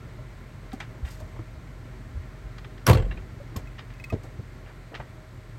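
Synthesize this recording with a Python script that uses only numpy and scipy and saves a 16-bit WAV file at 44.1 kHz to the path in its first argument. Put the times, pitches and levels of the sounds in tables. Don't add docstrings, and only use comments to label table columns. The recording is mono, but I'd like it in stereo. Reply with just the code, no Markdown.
import sys
import numpy as np
from scipy import signal
from scipy.fft import rfft, irfft, next_fast_len
from scipy.io import wavfile
from scipy.ndimage import uniform_filter1d

SR = 44100
rng = np.random.default_rng(int(sys.argv[2]) if len(sys.argv) > 2 else 0)


def master_out(mix):
    frames = np.transpose(np.atleast_2d(mix))
    ceiling = np.clip(frames, -1, 1)
    pcm = np.round(ceiling * 32767).astype(np.int16)
    wavfile.write(sys.argv[1], SR, pcm)


N = 246078

# pitch_hz, side_minus_mid_db
STEADY_WIDTH = [(60, -7), (150, -16.5), (380, -11.5), (950, -5), (2380, -1.5), (5980, 3), (9300, -19),
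                (15000, -30)]


def door():
    # start_s, crack_db, knock_db
    contacts = [(2.864, -24, -31), (2.8674, -9.5, -21.5), (2.8754, -17, -16), (2.8844, -17, -12),
                (2.8962, -12.5, -14), (2.9011, -29, -25.5), (2.9048, -32, -37), (2.91, -37, -35),
                (2.917, -34, -38), (2.923, -29, -43), (2.931, -19, -47), (2.9479, -24.5, -25),
                (2.9718, -29, -36.5), (2.9864, -45, -35), (2.9987, -36, -37), (3.024, -43, -41),
                (3.0532, -42, -40.5), (3.1108, -51, -43.5), (3.175, -52, -42)]
    # pitch_hz, mean level_db against the contact, t60_s
    panel_modes = [(330, -37, 0.36), (374.7, -3.5, 0.25), (464, -32, 0.23), (512.6, -6.5, 0.16),
                   (564, -31, 0.3), (630, -32, 0.07), (715, -12, 0.073), (890, -16, 0.078),
                   (1000, -5.5, 0.036), (1125, -17, 0.23), (1314, -19, 0.046), (1550, -5.5, 0.025),
                   (1645, -24, 0.093), (2310, -21, 0.07), (2720, -18, 0.055), (3340, -31, 0.056),
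                   (4440, -26, 0.049), (4680, -16, 0.025), (5700, -18, 0.014), (7200, -31, 0.047),
                   (15200, -17, .03)]
    # pitch_hz, left_minus_right_db
    door_pan = [(60, 0), (180, -2), (330, 0), (700, -4.5), (1650, -3), (4500, 1.5), (7000, 5), (15000, -3)]
    start_s, crack_db, knock_db = np.transpose(contacts)
    sizzle_db = crack_db - 12 - 140 * (start_s - start_s[0])

    def contact_db(hz):
        levels = zip(knock_db, crack_db, sizzle_db)
        return np.array([at_hz([(700, knock), (3500, crack), (11000, sizzle)], hz)
                         for knock, crack, sizzle in levels])

    trim_noise = door_shudder(start_s, contact_db, door_pan)
    knocking = ground(door_boom() + loose_rattle() + latch_clacks())
    panel = strike(start_s, contact_db, panel_modes, spread_db=3.5, rise_cycles=5.0, pan=door_pan)
    return knocking + panel + trim_noise


def door_shudder(start_s, contact_db, door_pan):
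    # pitch_hz, level_db per Hz against the contact, t60_s
    shudder_bands = [(50, 12, 0.78), (124, 2, 0.34), (250, -0.5, 0.24), (413, 6.5, 0.22), (1033, 2, 0.11),
                     (2450, -2, 0.072), (6070, -12, 0.08), (8000, -8, 0.12), (11600, 1, 0.079),
                     (15000, -1.5, 0.055)]
    # pitch_hz, side_minus_mid_db
    slam_width = [(60, -24), (180, -18), (550, -8), (1650, -14), (4970, -3), (9300, -6), (15000, -14)]
    lumps = from_db(4 * np.tanh(drift(150.0)))

    def envelope(hz):
        blows = clicks(start_s, contact_db(hz) + at_hz(shudder_bands, hz))
        dying = fade(blows, at_hz(shudder_bands, hz, axis=2))
        return lean(door_pan, hz) * soft(dying, hz=0.25 * hz) * lumps

    return bands(envelope, slam_width)


def door_boom():
    # start_s, level_db at 100 Hz, tilt_db per octave
    seal = [(2.876, -27.5, 3), (2.884, -23.5, 14), (2.9, -12, -39), (2.958, -42, 6)]
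    # pitch_hz, mean level_db against the landing, t60_s
    cabin_modes = [(90, 1, 0.2), (102.8, 8, 0.22), (122.1, 5, 0.37), (171, -10, 0.71), (181, -3, 0.17),
                   (198, -15, 0.59)]
    # start_s, pitch_hz, peak_db, t60_s
    rocking = [(2.899, 46.6, -35, 0.56), (2.915, 78.6, -23, 0.12), (2.94, 120, -20, 0.15),
               (2.985, 115.6, -24, 0.16), (2.938, 54.5, -20, 0.26), (3.035, 51.6, -28, 0.29),
               (3.135, 56.2, -34, 0.27)]
    start_s, land_db, tilt_db = np.transpose(seal)

    def landing_db(hz):
        return land_db + tilt_db * np.log2(hz / 100)

    struck = strike(start_s, landing_db, cabin_modes, spread_db=1.5, rise_cycles=0)
    boom = -soft(struck, hz=278)
    boom = signal.sosfilt(signal.butter(3, 71, "high", fs=SR, output="sos"), boom)
    return boom + sum(swell(at, db, hz, t60) for at, hz, db, t60 in rocking)


def latch_clacks():
    # start_s, peak_db, pitch_hz, t60_s
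    clacks = [(2.8668, -15.5, 5730, 0.0074), (2.8665, -18.5, 11260, 0.013), (2.8955, -23, 11440, 0.014),
              (2.8665, -26, 4860, 0.012), (2.867, -17.5, 1460, 0.012), (2.897, -25, 2400, .02),
              (2.931, -27, 4250, 0.01), (2.946, -30, 4200, 0.0069), (2.94, -30.5, 517, 0.23),
              (2.96, -29.5, 447.6, 0.14), (3.11, -39.5, 2730, .04), (3.112, -36, 1710, 0.026),
              (3.111, -55.5, 3900, 0.092), (3.4, -38, 566, 0.07), (3.174, -38, 2460, 0.016),
              (2.9, -47, 3150, .015)]
    return sum(swell(*row) for row in clacks)


def loose_rattle():
    # start_s, level_db
    touches = [(2.9709, -29.5), (2.98, -32.5), (2.9864, -45), (2.9963, -36), (3.007, -40), (3.023, -39),
               (3.03, -43), (3.05, -41), (3.056, -49)]
    # pitch_hz, level_db per touch, t60_s
    loose_modes = [(1530, -30, .04), (1730, -28, .04), (2030, -27, .04), (2190, -32, .04),
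                   (2720, -27, 0.043), (3100, -28, 0.027), (3280, -28, 0.035), (7600, -30, 0.02)]
    chatter_s = 0.012
    out = 0
    for hz, db, t60 in loose_modes:
        bursts = fade(clicks(*np.transpose(touches)), chatter_s) * rng.standard_normal(N)
        out = out + ring(from_db(db) * bursts, hz, t60)
    return out


def thuds():
    # start_s, level_db, pitch_hz, t60 in cycles
    blows = [(0.542, -36, 99, 6.9), (.735, -26.5, 252, 8.6), (1.025, -23, 71, 6.5), (1.224, -35, 99, 6.6),
             (1.385, -31.5, 109, 13), (1.544, -36, 69, 12), (2.139, -28, 60.3, 8.3),
             (2.171, -29.5, 83.4, 9.3), (2.438, -35, 54.4, 7.1), (3.558, -27.5, 220, 6.8),
             (3.558, -29, 92, 8.3), (4.122, -31, 247, 7.4), (4.125, -21.5, 103.3, 8.6),
             (4.15, -32.5, 125, 7.6), (4.388, -24.5, 119, 6.5), (4.994, -31, 135, 6.1)]
    # start_s, level_db, pitch_hz
    taps = [(.188, -44, 607), (.729, -38.5, 765), (1.207, -43, 595), (1.217, -42.5, 633), (1.235, -44, 643),
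            (1.39, -37, 320), (1.874, -48.5, 518), (3.557, -41, 1074), (4.101, -43, 1216),
            (4.113, -45.5, 1220), (4.122, -31, 436), (4.123, -33, 648), (4.916, -48, 320)]
    tap_t60_s = 0.055
    rows = [(s, db, hz, cycles / hz) for s, db, hz, cycles in blows]
    rows += [(s, db, hz, tap_t60_s) for s, db, hz in taps]
    partials = ((1, 1), (1.568, -12.5))
    return sum(swell(s, db + gain_db, ratio * hz, t60)
               for s, db, hz, t60 in rows for ratio, gain_db in partials)[None]


def scuffs():
    # start_s, level_db at the crest, pitch_hz of the band, t60_s, pan_db left minus right
    rubs = [(0.716, -45, 2400, 0.12, -1), (.73, -49.5, 7600, 0.095, 4.5), (.733, -43, 445, 0.067, -14),
            (.801, -33.5, 2030, 0.13, -2), (0.8, -48.5, 5400, 0.13, 3), (1.046, -46.5, 1970, 0.34, -3),
            (1.045, -54, 8100, 0.86, 0), (1.074, -47.5, 2200, .15, 0), (1.105, -51.5, 8000, 0.26, 1),
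            (1.199, -54, 8300, 0.089, 3), (1.198, -50.5, 800, 0.16, -4), (1.359, -48, 900, 0.17, -2),
            (1.386, -42, 800, .08, -5), (2.581, -40.5, 2900, 0.06, 4), (2.645, -41.5, 2320, 0.054, 0),
            (2.777, -49.5, 2780, 0.1, 5), (3.109, -38, 1820, 0.11, -3), (3.172, -48.5, 2230, 0.14, 2),
            (3.556, -37, 675, 0.16, -6), (3.561, -42, 7500, 0.11, 2), (3.563, -46.5, 3830, 0.073, 1),
            (3.781, -44, 2500, 0.066, 0), (3.786, -35.5, 2430, 0.093, 0), (4.122, -24, 360, 0.13, -3),
            (4.123, -47.5, 4300, 0.1, 2), (3.897, -50.5, 2300, 0.17, 1), (4.24, -41.5, 600, 0.12, -7),
            (4.389, -38.5, 298, 0.12, -1), (4.232, -55, 8000, 0.16, 1), (4.659, -45, 1640, 0.12, 0),
            (4.69, -45, 1300, 0.16, -2), (4.915, -40, 600, 0.3, -4), (4.972, -46, 2480, .08, 0),
            (4.941, -39, 2200, 0.09, 0), (4.948, -34.5, 2600, 0.088, 2), (4.997, -36.5, 1110, 0.13, -1.5),
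            (4.997, -52.5, 4200, .06, 8)]
    # pitch_hz, mean level_db of a ringing that the grit feeds, t60_s
    trim_modes = [(1756, -48, 0.066), (1925, -42, 0.063), (2070, -46, 0.028), (2385, -40.5, 0.047),
                  (2800, -42, 0.023), (3210, -42, 0.033), (3620, -44, .03), (4940, -45, .03)]
    trim_spread_db = 3
    out, t = np.zeros((2, N)), np.arange(SR // 2) / SR
    for s, db, hz, t60, pan_db in rubs:
        rise_s = 0.018 * t60 + 2 / hz
        patches = rms_one(uniform_filter1d(rng.standard_normal(len(t)), size=96))
        mid, side = rng.standard_normal((2, len(t))) * from_db(3.9 * np.tanh(patches))
        pair = mid + from_db(at_hz([(3000, -6), (9000, -18)], hz)) * side * [[1], [-1]]
        edges_hz = [0.35 * hz, min(1.64 * hz, 0.45 * SR)]
        grit = rms_one(signal.sosfilt(signal.butter(2, edges_hz, "band", fs=SR, output="sos"), pair))
        trim = 0
        for mode_hz, mode_db, ring_s in trim_modes:
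            own_db = mode_db + trim_spread_db * rng.standard_normal()
            trim = trim + from_db(own_db) * ring(grit, mode_hz, ring_s)
        grit = rms_one(rms_one(soft(grit, 1.54 * hz)) + trim)
        shape = np.minimum(t / rise_s, 1) * from_db(db - 60 * np.maximum(t - rise_s, 0) / t60)
        burst = grit * shape * from_db([[pan_db / 2], [-pan_db / 2]])
        at = round(s * SR)
        out[:, at:at + len(t)] += burst[:, :N - at]
    return out


def ratchet():
    # start_s, ring_db, tick_db
    drops = [(3.672, -47.5, -59), (3.9376, -53, -58), (3.998, -42, -54), (4.04, -35.5, -42.5),
             (4.1005, -38.5, -46)]
    # pitch_hz, mean level_db against the drop, t60_s
    lever_modes = [(2030, -1, .025), (2097, -0.5, 0.032), (2544, 4, 0.051), (2570, -11, .03),
                   (3400, -15, 0.03), (4520, -14, 0.03)]
    start_s, ring_db, tick_db = np.transpose(drops)
    noise = rms_one(soft(np.diff(rng.standard_normal(N + 1)), hz=2500))
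    tick = fade(clicks(start_s, tick_db), t60=0.047) * noise
    return strike(start_s, lambda hz: ring_db, lever_modes, spread_db=0.5, rise_cycles=33.0) + tick


def buckle():
    # pitch_hz, peak_db, t60_s
    clink_modes = [(5200, -45, 0.028), (6780, -43.5, 0.019), (8500, -52, 0.022), (11600, -46, .03),
                   (12900, -43, 0.046), (15300, -48, .03)]
    clink_s = 3.563
    return sum(swell(clink_s, db, hz, t60) for hz, db, t60 in clink_modes)


def engine():
    # time_s, firings per s
    idle = [(0, 45.3), (2.8, 45.1), (4.3, 45), (4.9, 43.2), (5.58, 42.3)]
    # multiple of the firing rate, level_db against the exhaust level
    orders = [(1, -2), (2, -11), (3, -13.5), (4, -16), (5, -19), (6, -37)]
    # pitch_hz, level_db, width_hz
    hum_bands = [(245, -63.5, 2.5), (626, -61, 7.7), (1051, -66.5, 30), (1360, -66, 16)]
    # pitch_hz, relative level_db per Hz
    bay_spectrum = [(25, -6.5), (45, 2), (70, -2.5), (110, 4.5), (160, -11.5), (300, -8.5), (600, -19),
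                    (1300, -21), (2100, -20), (3000, -39.5), (5000, -36), (9000, -48.5)]
    firing = np.interp(np.arange(N) / SR, *np.transpose(idle))
    sag = firing - firing.max()
    exhaust_db, bay_db = -40 + 2 * sag, -43.5 + 0.63 * sag

    turns = np.cumsum(firing) / SR
    exhaust = sum(from_db(db + 1.7 * drift(3.0)) * np.sin(2 * np.pi * (order * turns + rng.random()))
                  for order, db in orders)

    hums = 0
    for hz, db, width_hz in hum_bands:
        noise = rng.standard_normal(N) + 1.02 * rng.standard_normal((2, N))
        hums = hums + from_db(db) * rms_one(ring(noise, hz, np.log(1000) / np.pi / width_hz))

    pump_gain = from_db(-44.5 + 1.76 * drift(1.85))
    pump = pump_gain * np.sin(2 * np.pi * np.cumsum(117 + 0.5 * drift(1.87)) / SR)

    together = drift(6.3)

    def bay_gain(hz):
        lumps = 0.5 * together + drift(14.0)
        return from_db(at_hz(bay_spectrum, hz) + lumps * at_hz([(100, 2.5), (1500, 0.5)], hz))

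    bay = rms_one(bands(bay_gain, STEADY_WIDTH))
    return from_db(exhaust_db) * exhaust + pump + hums + from_db(bay_db) * bay


def air():
    # pitch_hz, relative level_db per Hz
    hiss_spectrum = [(1000, -36), (2700, 15.5), (3800, 17.5), (5000, -0.5), (8500, 14.5), (12000, 5.5),
                     (15500, -14)]
    return from_db(-62.5) * rms_one(bands(lambda hz: from_db(at_hz(hiss_spectrum, hz)), STEADY_WIDTH))


def ground(x):
    echo = from_db(-17.0) * soft(x, hz=5000)
    lags_s = (0.0009, 0.0023)
    return x + np.array([np.roll(side, round(lag * SR)) for side, lag in zip(echo, lags_s)])


def strike(times, db, modes, spread_db, rise_cycles, pan=((20, 0), (20000, 0))):
    own_db = spread_db * rng.standard_normal((len(times), len(modes)))
    out = 0
    for k, (hz, level_db, t60) in enumerate(modes):
        tone = ring(clicks(times, db(hz) + level_db + own_db[:, k]), hz, t60)
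        out = out + build(tone, hz, rise_cycles) * lean(pan, hz)
    return out


def swell(s, db, hz, t60):
    at, out = round(s * SR), np.zeros(N)
    click = clicks([0], 0)[:min(SR, N - at)]
    x = ring(ring(click, hz, 0.5 * t60), hz, t60)
    out[at:at + len(x)] = from_db(db) * x / x.max()
    return out


def bands(gain, width):
    out, edges = 0, 25 * 2 ** np.arange(0, 9.6, 0.5)
    white = rng.standard_normal((2, 2, N))
    for k, (low, high) in enumerate(zip(edges, edges[1:])):
        band = signal.butter(2, [low, high], "band", fs=SR, output="sos")
        mid, side = signal.sosfilt(band, white[k % 2])
        hz = np.sqrt(low * high)
        out = out + gain(hz) * (mid + from_db(at_hz(width, hz)) * side * [[1], [-1]])
    return out


def ring(x, hz, t60):
    r, w = from_db(-60 / (t60 * SR)), 2 * np.pi * hz / SR
    return signal.lfilter([0, np.sin(w)], [1, -2 * r * np.cos(w), r * r], x)


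def build(x, hz, cycles):
    if not cycles:
        return x
    return 2 * (1 - from_db(-60 * hz / (cycles * SR))) * ring(x, hz, cycles / hz)


def soft(x, hz):
    r = np.exp(-2 * np.pi * hz / SR)
    return signal.lfilter([(1 - r) ** 2], [1, -2 * r, r * r], x)


def fade(x, t60):
    return signal.lfilter([1], [1, -from_db(-60 / (t60 * SR))], x)


def clicks(times, db):
    out = np.full(N, 1e-18)
    out[np.round(np.asarray(times) * SR).astype(int)] = from_db(db)
    return out


def drift(rate):
    step = 40
    r = np.exp(-2 * np.pi * rate * step / SR)
    points = rng.standard_normal(N // step + 2002)
    slow = signal.lfilter([1], [1, -2 * r, r * r], points)[2000:]
    return np.interp(np.arange(N) / step, np.arange(len(slow)), rms_one(slow))


def lean(pan, hz):
    return from_db(at_hz(pan, hz) * np.array([[0.5], [-0.5]]))


def at_hz(points, hz, axis=1):
    table = np.array(points)
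    return np.interp(np.log(hz), np.log(table[:, 0]), table[:, axis])


def rms_one(x):
    return x / np.sqrt(np.mean(x ** 2) + 1e-20)


def from_db(db):
    return 10 ** (np.asarray(db) / 20)


def scene():
    # pitch_hz, left_lead_rad
    port_lead = [(40, -.2), (150, -.45), (350, -.45), (750, -.1), (1400, -.05), (2800, .5), (5700, .4),
                 (8400, -.3), (9600, -3), (10500, -3.3), (10900, -4.9), (11900, -5.6), (12700, -7.6),
                 (13300, -9.2), (14400, -9.5), (15000, -12.3), (16000, -12.6)]
    both = engine() + air() + door() + scuffs() + ground(thuds() + ratchet() + buckle())
    size = next_fast_len(N + SR // 10)
    lead = at_hz(port_lead, (1 + np.arange(size // 2 + 1)) * SR / size)
    return irfft(rfft(both, size) * np.exp(0.5j * lead * [[1], [-1]]), size)[:, :N]


def record(dry):
    lows_cut = signal.sosfilt(signal.butter(4, 35, "high", fs=SR, output="sos"), dry)
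    rounded = 1.1 * np.tanh(lows_cut / 1.1)
    cutoff_hz = 15900
    return signal.sosfilt(signal.ellip(10, 0.5, 80, cutoff_hz, fs=SR, output="sos"), rounded)


dry = scene()
out = record(dry)
master_out(out)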